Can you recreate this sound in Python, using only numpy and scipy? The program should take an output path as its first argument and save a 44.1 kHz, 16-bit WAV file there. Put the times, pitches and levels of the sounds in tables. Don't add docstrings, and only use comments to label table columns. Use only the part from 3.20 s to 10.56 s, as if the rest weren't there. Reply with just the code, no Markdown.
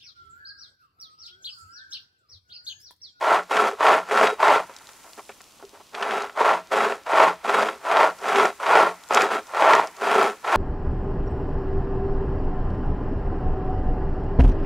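import sys
import numpy as np
from scipy import signal
from scipy.fft import rfft, irfft
from scipy.io import wavfile
from scipy.ndimage import uniform_filter1d, minimum_filter1d

SR = 44100
rng = np.random.default_rng(int(sys.argv[2]) if len(sys.argv) > 2 else 0)


def wav_out(sig):
    wavfile.write(sys.argv[1], SR, np.round(np.clip(np.atleast_2d(sig).T, -1, 1) * 32767).astype(np.int16))


N = 324558
TIME = np.arange(N) / SR

# each pull draws taut, catches, swells to a crest, slows to a stop.
# catch_s, taut_s, swell_s, slow_s (durations but for catch_s), crest_db (relative force), catch_db (re crest)
UPPER_PULLS = [(.011, 0.009, 0.12, 0.11, -16, -10), (.606, .015, 0.077, 0.16, -13, -9),
               (1.201, .012, .1, .143, -13.5, -9.5), (3.173, .014, 0.098, 0.15, -16.5, -8.5),
               (3.864, 0.0079, 0.15, 0.14, -13.5, -18.5), (4.65, 0.026, 0.15, .14, -15, -14.5),
               (5.4, .008, .158, .183, -13, -20.5), (6.347, 0.038, .16, 0.18, -13.5, -11.5),
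               (7.244, 0.0085, 0.11, .17, -16.5, -13)]
LOWER_PULLS = [(.31, .01, 0.099, 0.15, -18.5, -3.5), (.91, .028, 0.12, .122, -16, -6.5),
               (2.744, 0.014, 0.19, 0.2, -24.5, -11.5), (3.517, 0.007, 0.071, 0.21, -19.5, -2.5),
               (4.246, 0.0076, 0.11, 0.22, -19, -9.5), (5.04, 0.032, .162, .132, -17, -10),
               (5.907, .007, .07, 0.17, -17.5, -4.5), (6.102, 0.021, 0.028, .095, -21.5, -4.5),
               (6.818, .024, 0.17, 0.17, -17.5, -7.5)]
# (relative, per Hz)
UPPER_RASP = [(47, -82), (80, -52), (166, -27.5), (202, -35), (320, -12.5), (374, -12), (519, -4),
              (641, -1.5), (734, -2.5), (942, 1), (1230, -3.5), (1360, -2.5), (1620, -11.5), (1810, -9.5),
              (8000, -39.5), (10400, -50), (17600, -120)]
LOWER_RASP = [(47, -93), (80, -47), (214, -15.5), (353, -14.5), (404, 0), (480, -9), (539, 1.5),
              (582, -9.5), (666, 0.5), (1210, -5.5), (1330, -2.5), (1650, -10), (2620, -13.5),
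              (3050, -20.5), (8000, -39.5), (10400, -89), (17600, -120)]
# (relative, per Hz)
STEEL = [(1000, -32), (2800, 6), (4000, 9), (5500, 8), (7200, 6.5), (9000, -7), (12000, -8), (15500, -30)]


def gain_of(db):
    return 10 ** (np.asarray(db) / 20)


def evened(x):
    return x / np.sqrt(np.mean(x ** 2) + 1e-20)


def steadied(x, span):
    window = np.hanning(int(span * SR))
    power = abs(signal.fftconvolve(x ** 2, window / window.sum(), "same"))
    return x / np.sqrt(power + 1e-12)


def read(points, hz):
    f, value = np.transpose(points)
    return np.interp(np.log(hz + 1), np.log(f + 1), value)


def add(mix, s, sound):
    part = mix[max(round(s * SR), 0):][:len(sound)]
    part += sound[:len(part)]


def ring(colour, modes=(), tilt_db=0, size=8192):
    hz = np.fft.rfftfreq(size, 1 / SR)
    db = read(colour, hz) + tilt_db * np.log2(np.clip(hz, 300, 2500) / 1000)
    for centre, width, lift_db in modes:
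        db = db + lift_db / (1 + (2 * (hz - centre) / width) ** 2)
    both_sides_db = np.maximum(np.r_[db, db[-2:0:-1]], -100)
    log_gain = both_sides_db * np.log(10) / 20
    response = np.fft.ifft(np.exp(np.conj(signal.hilbert(log_gain)))).real[:size // 2]
    return response / np.linalg.norm(response)


def fractures(per_s, spread_db):
    size = gain_of(spread_db * np.clip(rng.standard_normal(N), -2, 2))
    sign = rng.choice([-1, 1], N)
    return size * sign * (rng.random(N) < per_s / SR)


def ticks(events, colour, level_db, fade_s, rattle, rattle_s, size=1500):
    out, t, body = np.zeros(N), TIME[:size], ring(colour)
    fade = np.exp(-t / fade_s) + rattle * np.exp(-t / rattle_s)
    for (s, db), chatter in zip(events, rng.standard_normal((len(events), size))):
        tick = signal.fftconvolve(chatter * fade, body)
        add(out, s, gain_of(db + level_db) * tick / abs(tick).max())
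    return out


def hush(level_db):
    # (relative, per Hz)
    hush_colour = [(12, -18), (20, -2), (80, 2.5), (126, 0), (324, 4), (404, 0.5), (1100, 2), (1820, -7),
                   (2400, -2), (5690, -4), (6360, -6), (6910, -7), (15500, -16)]
    # frequency_hz, likeness (0 to 1)
    likeness = [(30, 0.79), (150, 0.77), (1000, 0.88), (3000, 0.79), (6000, 1), (15000, 0)]
    hz = np.fft.rfftfreq(N, 1 / SR)
    centre, wide = rfft(rng.standard_normal((2, N))) * gain_of(read(hush_colour, hz))
    same = np.clip(read(likeness, hz), 0, 1)
    wide = wide * np.sqrt((1 - same) / (1 + same))
    ears = irfft(np.array([centre + wide, centre - wide]), N)
    return gain_of(level_db) * ears / np.std(irfft(centre, N))


def echo(sound, level_db, t60, width):
    # (relative, per Hz)
    trees = [(150, -15), (500, -14.5), (1100, -7.5), (2000, 0.5), (5000, -2.5), (15000, -32)]
    t = TIME[:SR]
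    fade = (1 - np.exp(-t / 0.09)) * gain_of(-60 * t / t60)
    noise = rng.standard_normal((2, SR)) * fade
    centre, wide = signal.oaconvolve(noise, ring(trees)[None], axes=1)
    tails = np.array([centre + width * wide, centre - width * wide])
    tails = tails / np.linalg.norm(tails[0])
    return gain_of(level_db) * signal.oaconvolve(sound[None], tails, axes=1)[:, :N]


def sawdust(level_db):
    # time_s, level_db (before the trim level_db)
    dust_level = [(0, -78), (1.4, -56), (1.9, -50.5), (2.4, -60.5), (3.6, -73.5), (4.9, -53), (7.36, -55)]
    # (relative, per Hz)
    leaves = [(1200, -14), (3000, -17), (5000, 0.5), (7000, 4.5), (10000, 1.5), (15500, -7.5)]
    # start_s, peak_db (before the trim in ticks)
    chip_falls = [(2.217, -26.5), (5.888, -24), (7.030, -18)]
    patter = evened(signal.oaconvolve(fractures(per_s=2200, spread_db=6.5), ring(leaves))[:N])
    chips = ticks(chip_falls, leaves, level_db=-5, fade_s=0.00074, rattle=0.11, rattle_s=.004)
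    return gain_of(np.interp(TIME, *np.transpose(dust_level)) + level_db) * patter + chips


def jingle(per_s, taut_db, slack_db):
    just_slack = (TIME > 1.45) & (TIME < 1.9)
    links = evened(signal.oaconvolve(fractures(per_s, spread_db=6), ring(STEEL))[:N])
    return gain_of(np.where(just_slack, slack_db, taut_db)) * links


def bumps(modes, level_db, clatter, clatter_s, size=1200):
    # start_s, peak_db (before the trim level_db), brightness_db (per octave)
    blows = [(1.495, -31, -6.5), (1.69, -31.5, 5.5), (1.843, -38, 0), (1.979, -29, -4), (2.093, -25.5, 1),
             (2.116, -35, 13), (2.205, -34.5, 6), (2.426, -28, -7), (2.532, -36.5, -10), (2.604, -39.5, -4)]
    out = np.zeros(N)
    fade = np.exp(-TIME[:size] / clatter_s)
    for (s, db, bright_db), links in zip(blows, rng.standard_normal((len(blows), size))):
        blow = signal.unit_impulse(size) + clatter * links * fade
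        knock = signal.fftconvolve(blow, ring(LOWER_RASP, modes, bright_db))
        add(out, s, gain_of(db + level_db) * knock / abs(knock).max())
    return out


def jerks(modes, level_db, judder, judder_s, size=3000):
    # start_s, peak_db (before the trim level_db)
    tugs = [(.526, -26), (1.122, -19), (2.432, -34.5), (3.713, -27), (5.24, -12), (6.136, -27),
            (7.074, -20)]
    # (relative, per Hz)
    boom_colour = [(150, -39), (300, -18), (410, 6), (520, 1), (900, -46)]
    out, boom = np.zeros(N), ring(boom_colour, modes)
    fade = np.exp(-TIME[:size] / judder_s)
    for (s, db), slips in zip(tugs, rng.standard_normal((len(tugs), size))):
        tug = signal.fftconvolve(signal.unit_impulse(size) + judder * slips * fade, boom)
        add(out, s, gain_of(db + level_db) * tug / abs(tug).max())
    return out


def snags(modes, level_db, size=1200):
    # start_s, level_db (before the trim), brightness_db (per octave), fade_s
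    tears = [(.116, -24, -11, 0.0023), (.367, -18.5, 10, 0.0046), (.666, -17, 3.5, 0.007),
             (.973, -17, 7, 0.0036), (1.011, -3, 0.5, 0.0016), (1.07, -18, 11, 0.0037),
             (1.227, -12.5, -1, 0.0063), (1.279, -12.5, 2.5, 0.0057), (2.748, -29, 17, 0.0036),
             (2.824, -21.5, 9.5, 0.0082), (2.909, -23, 5, 0.0014), (3.095, -34, 4, .003),
             (3.206, -15, -5, 0.014), (3.291, -23, -1, 0.0029), (3.649, -35, -1, .002),
             (3.721, -22.5, 1, 0.0036), (3.931, -17, -4, .004), (3.973, -14.5, -3, .0024),
             (3.999, -11, -1, .006), (4.293, -16.5, 0, .003), (4.424, -16.5, 0.5, .005),
             (4.485, -20, 3.5, 0.0037), (4.713, -16.5, -2, .003), (4.769, -15.5, 4, .003),
             (4.829, -13.5, -0.5, 0.0037), (5.157, -22, 17, .004), (5.196, -11.5, 0.5, .007),
             (5.252, -16.5, 0.5, 0.0044), (5.464, -19.5, 5, .003), (5.553, -9, -0.5, 0.0024),
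             (5.971, -12.5, 5, 0.0061), (6.007, -17, 8, 0.0082), (6.421, -10, -3.5, .004),
             (6.475, -11.5, -1, 0.005), (6.533, -12.5, 4, 0.0031), (7.01, -18.5, 4, 0.0051)]
    first_above_catch_db, first_bright_db, first_fade_s = 0.68, 0, 0.0027
    rise_s = 0.0011
    out, t = np.zeros(N), TIME[:size]
    events = [(s, crest_db + catch_db + first_above_catch_db, first_bright_db, first_fade_s)
              for s, *_, crest_db, catch_db in [*UPPER_PULLS, *LOWER_PULLS]]
    events = [*events, *tears]
    spread = 1 - np.exp(-(t / rise_s) ** 2)
    for (s, db, bright_db, fade_s), tear in zip(events, rng.standard_normal((len(events), size))):
        wood = ring(UPPER_RASP, modes, bright_db, size=4096)
        crack = signal.fftconvolve(tear * spread * np.exp(-t / fade_s), wood)
        loudest = np.sqrt(uniform_filter1d(crack ** 2, size=220).max())
        add(out, s, gain_of(db + level_db) * crack / loudest)
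    return out


def effort(catch_s, taut_s, swell_s, slow_s, catch_db):
    tighten_db, catch_step_db = 11, 2.5
    swell_curve = 1.7
    stop_db, stop_curve = 30.5, 2.5
    t = TIME - catch_s
    tighten = np.where(t < 0, -catch_step_db + tighten_db * t / taut_s, 0)
    swell = catch_db * np.clip(1 - t / swell_s, 0, 1) ** swell_curve
    slow = -stop_db * np.clip((t - swell_s) / slow_s, 0, 2) ** stop_curve
    return np.maximum(tighten + swell + slow, -120)


def bites(per_s, jitter, spread_db, fade_s, drag):
    pace = per_s * np.exp(jitter * evened(uniform_filter1d(rng.standard_normal(N), size=200)))
    meets = np.diff(np.floor(np.cumsum(pace) / SR), prepend=0)
    depth = gain_of(spread_db * np.clip(rng.standard_normal(N), -2, 2))
    return drag + signal.lfilter([1], [1, -np.exp(-1 / (fade_s * SR))], meets * depth)


def sawing(strokes, wood, teeth_per_s, rasp_db, fizz_db, dull_hz, deepen_db, deep_hz):
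    # (relative, per Hz)
    fizz_colour = [(1500, -29), (3000, -0.5), (4500, 0), (7000, -1.5), (10000, -8), (15500, -20)]
    fizz_follows = 0.68
    kerf_db_per_s = 0.36
    force, splinters, travel = np.zeros((3, N))
    for catch_s, taut_s, swell_s, slow_s, crest_db, catch_db in strokes:
        db = effort(catch_s, taut_s, swell_s, slow_s, catch_db)
        pull = gain_of(crest_db + db)
        travel = np.where(pull > force, np.cumsum(pull) / pull.sum(), travel)
        force = np.maximum(force, pull)
        splinters = np.maximum(splinters, gain_of(crest_db + fizz_follows * db))
    speed = .4 + .6 * np.sqrt(force / force.max())
    bite = bites(teeth_per_s * speed, jitter=.4, spread_db=2.5, fade_s=0.009, drag=0.36)
    coarse = force * steadied(bite * fractures(per_s=5000, spread_db=1.5), span=0.095)
    fine = splinters * steadied(bite * fractures(per_s=9000, spread_db=0), span=0.21)
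    low = signal.sosfiltfilt(signal.butter(2, deep_hz, fs=SR, output="sos"), coarse)
    low_db = deepen_db * (travel - .5) + kerf_db_per_s * (TIME - TIME.mean())
    coarse = coarse + low * (gain_of(low_db) - 1)
    dull = signal.butter(2, dull_hz, fs=SR)
    rasp = signal.lfilter(*dull, signal.oaconvolve(coarse, wood)[:N])
    fizz = signal.oaconvolve(fine, ring(fizz_colour))[:N]
    return gain_of(rasp_db) * rasp + gain_of(fizz_db) * fizz


def scene():
    # centre_hz, width_hz, upper_lift_db, lower_lift_db
    modes = np.array([(179.3, 8.5, 14, -1.5), (221.2, 19, 7.5, 5), (325.4, 11.6, -3, 7), (395, 21, 3, 5.5),
                      (438, 40, 6, 5.5), (500, 68, -4, -1.5), (645, 19, 7, -1), (912, 33, 1.5, 0),
                      (1095, 35, 2.5, 3), (1256, 43, -9.5, -4.5), (1296, 102, 1.5, 4), (1357, 78, 4, 3),
                      (1768, 30, 2, 4), (2475, 100, 2.5, -1), (3302, 140, 3, 6.5), (3820, 21, 8, 14.5),
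                      (4310, 31, 7.5, -1), (4810, 83, 9, 10.5)])
    slides = [(1.49, .004, .01, 0.036, -41.5, -2), (1.845, .004, .01, 0.12, -48, -1),
              (1.975, .004, .014, 0.033, -36.5, -6.5), (2.392, 0.0044, .013, .016, -47, -5.5),
              (2.53, 0.0035, .018, 0.072, -46, -11), (2.585, 0.0038, .022, 0.016, -44, -8)]
    # start_s, peak_db (before the trim in ticks)
    clinks = [(0.9702, -29), (1.5389, -40), (1.5646, -30.5), (1.5867, -38), (1.6706, -35), (1.6916, -36),
              (1.933, -33.5), (3.022, -26), (3.5395, -33), (4.2413, -40), (4.9876, -38), (5.256, -19.5),
              (5.8373, -37), (5.9364, -19.5), (5.9469, -11.5), (6.0197, -15), (6.27, -36), (6.552, -17.5),
              (6.6724, -29), (6.7675, -36)]
    upper_modes, lower_modes = modes[:, [0, 1, 2]], modes[:, [0, 1, 3]]
    upper, lower = ring(UPPER_RASP, upper_modes), ring(LOWER_RASP, lower_modes)

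    saw = jingle(per_s=45, taut_db=-65, slack_db=-61.5)
    saw += ticks(clinks, STEEL, level_db=2, fade_s=0.0009, rattle=0.15, rattle_s=0.007)
    saw += bumps(lower_modes, level_db=-3.5, clatter=0.15, clatter_s=0.008)
    saw += jerks(lower_modes, level_db=-4, judder=0.24, judder_s=0.011)
    saw += snags(upper_modes, level_db=-.5)
    saw += sawing(slides, upper, teeth_per_s=90, rasp_db=-3, fizz_db=-21,
                  dull_hz=5000, deepen_db=-5, deep_hz=330)
    saw += sawing(LOWER_PULLS, lower, teeth_per_s=150, rasp_db=0.08, fizz_db=-21.5,
                  dull_hz=4520, deepen_db=3, deep_hz=375)
    saw += sawing(UPPER_PULLS, upper, teeth_per_s=200, rasp_db=0.0, fizz_db=-25.5,
                  dull_hz=4170, deepen_db=13.0, deep_hz=310)

    dust = np.array([sawdust(level_db=-2.0) for ear in "LR"])
    return hush(level_db=-55.5) + dust + echo(saw, level_db=-35, t60=2.45, width=0.1) + saw


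def record(dry):
    ceiling, edge_hz = .84, 15700
    room = ceiling / np.maximum(abs(dry).max(axis=0), ceiling)
    limited = dry * uniform_filter1d(minimum_filter1d(room, size=401), size=401)
    low_pass = signal.firwin(511, edge_hz, window=("kaiser", 9), fs=SR)
    return signal.oaconvolve(limited, low_pass[None], "same")


dry = scene()
out = record(dry)
wav_out(out)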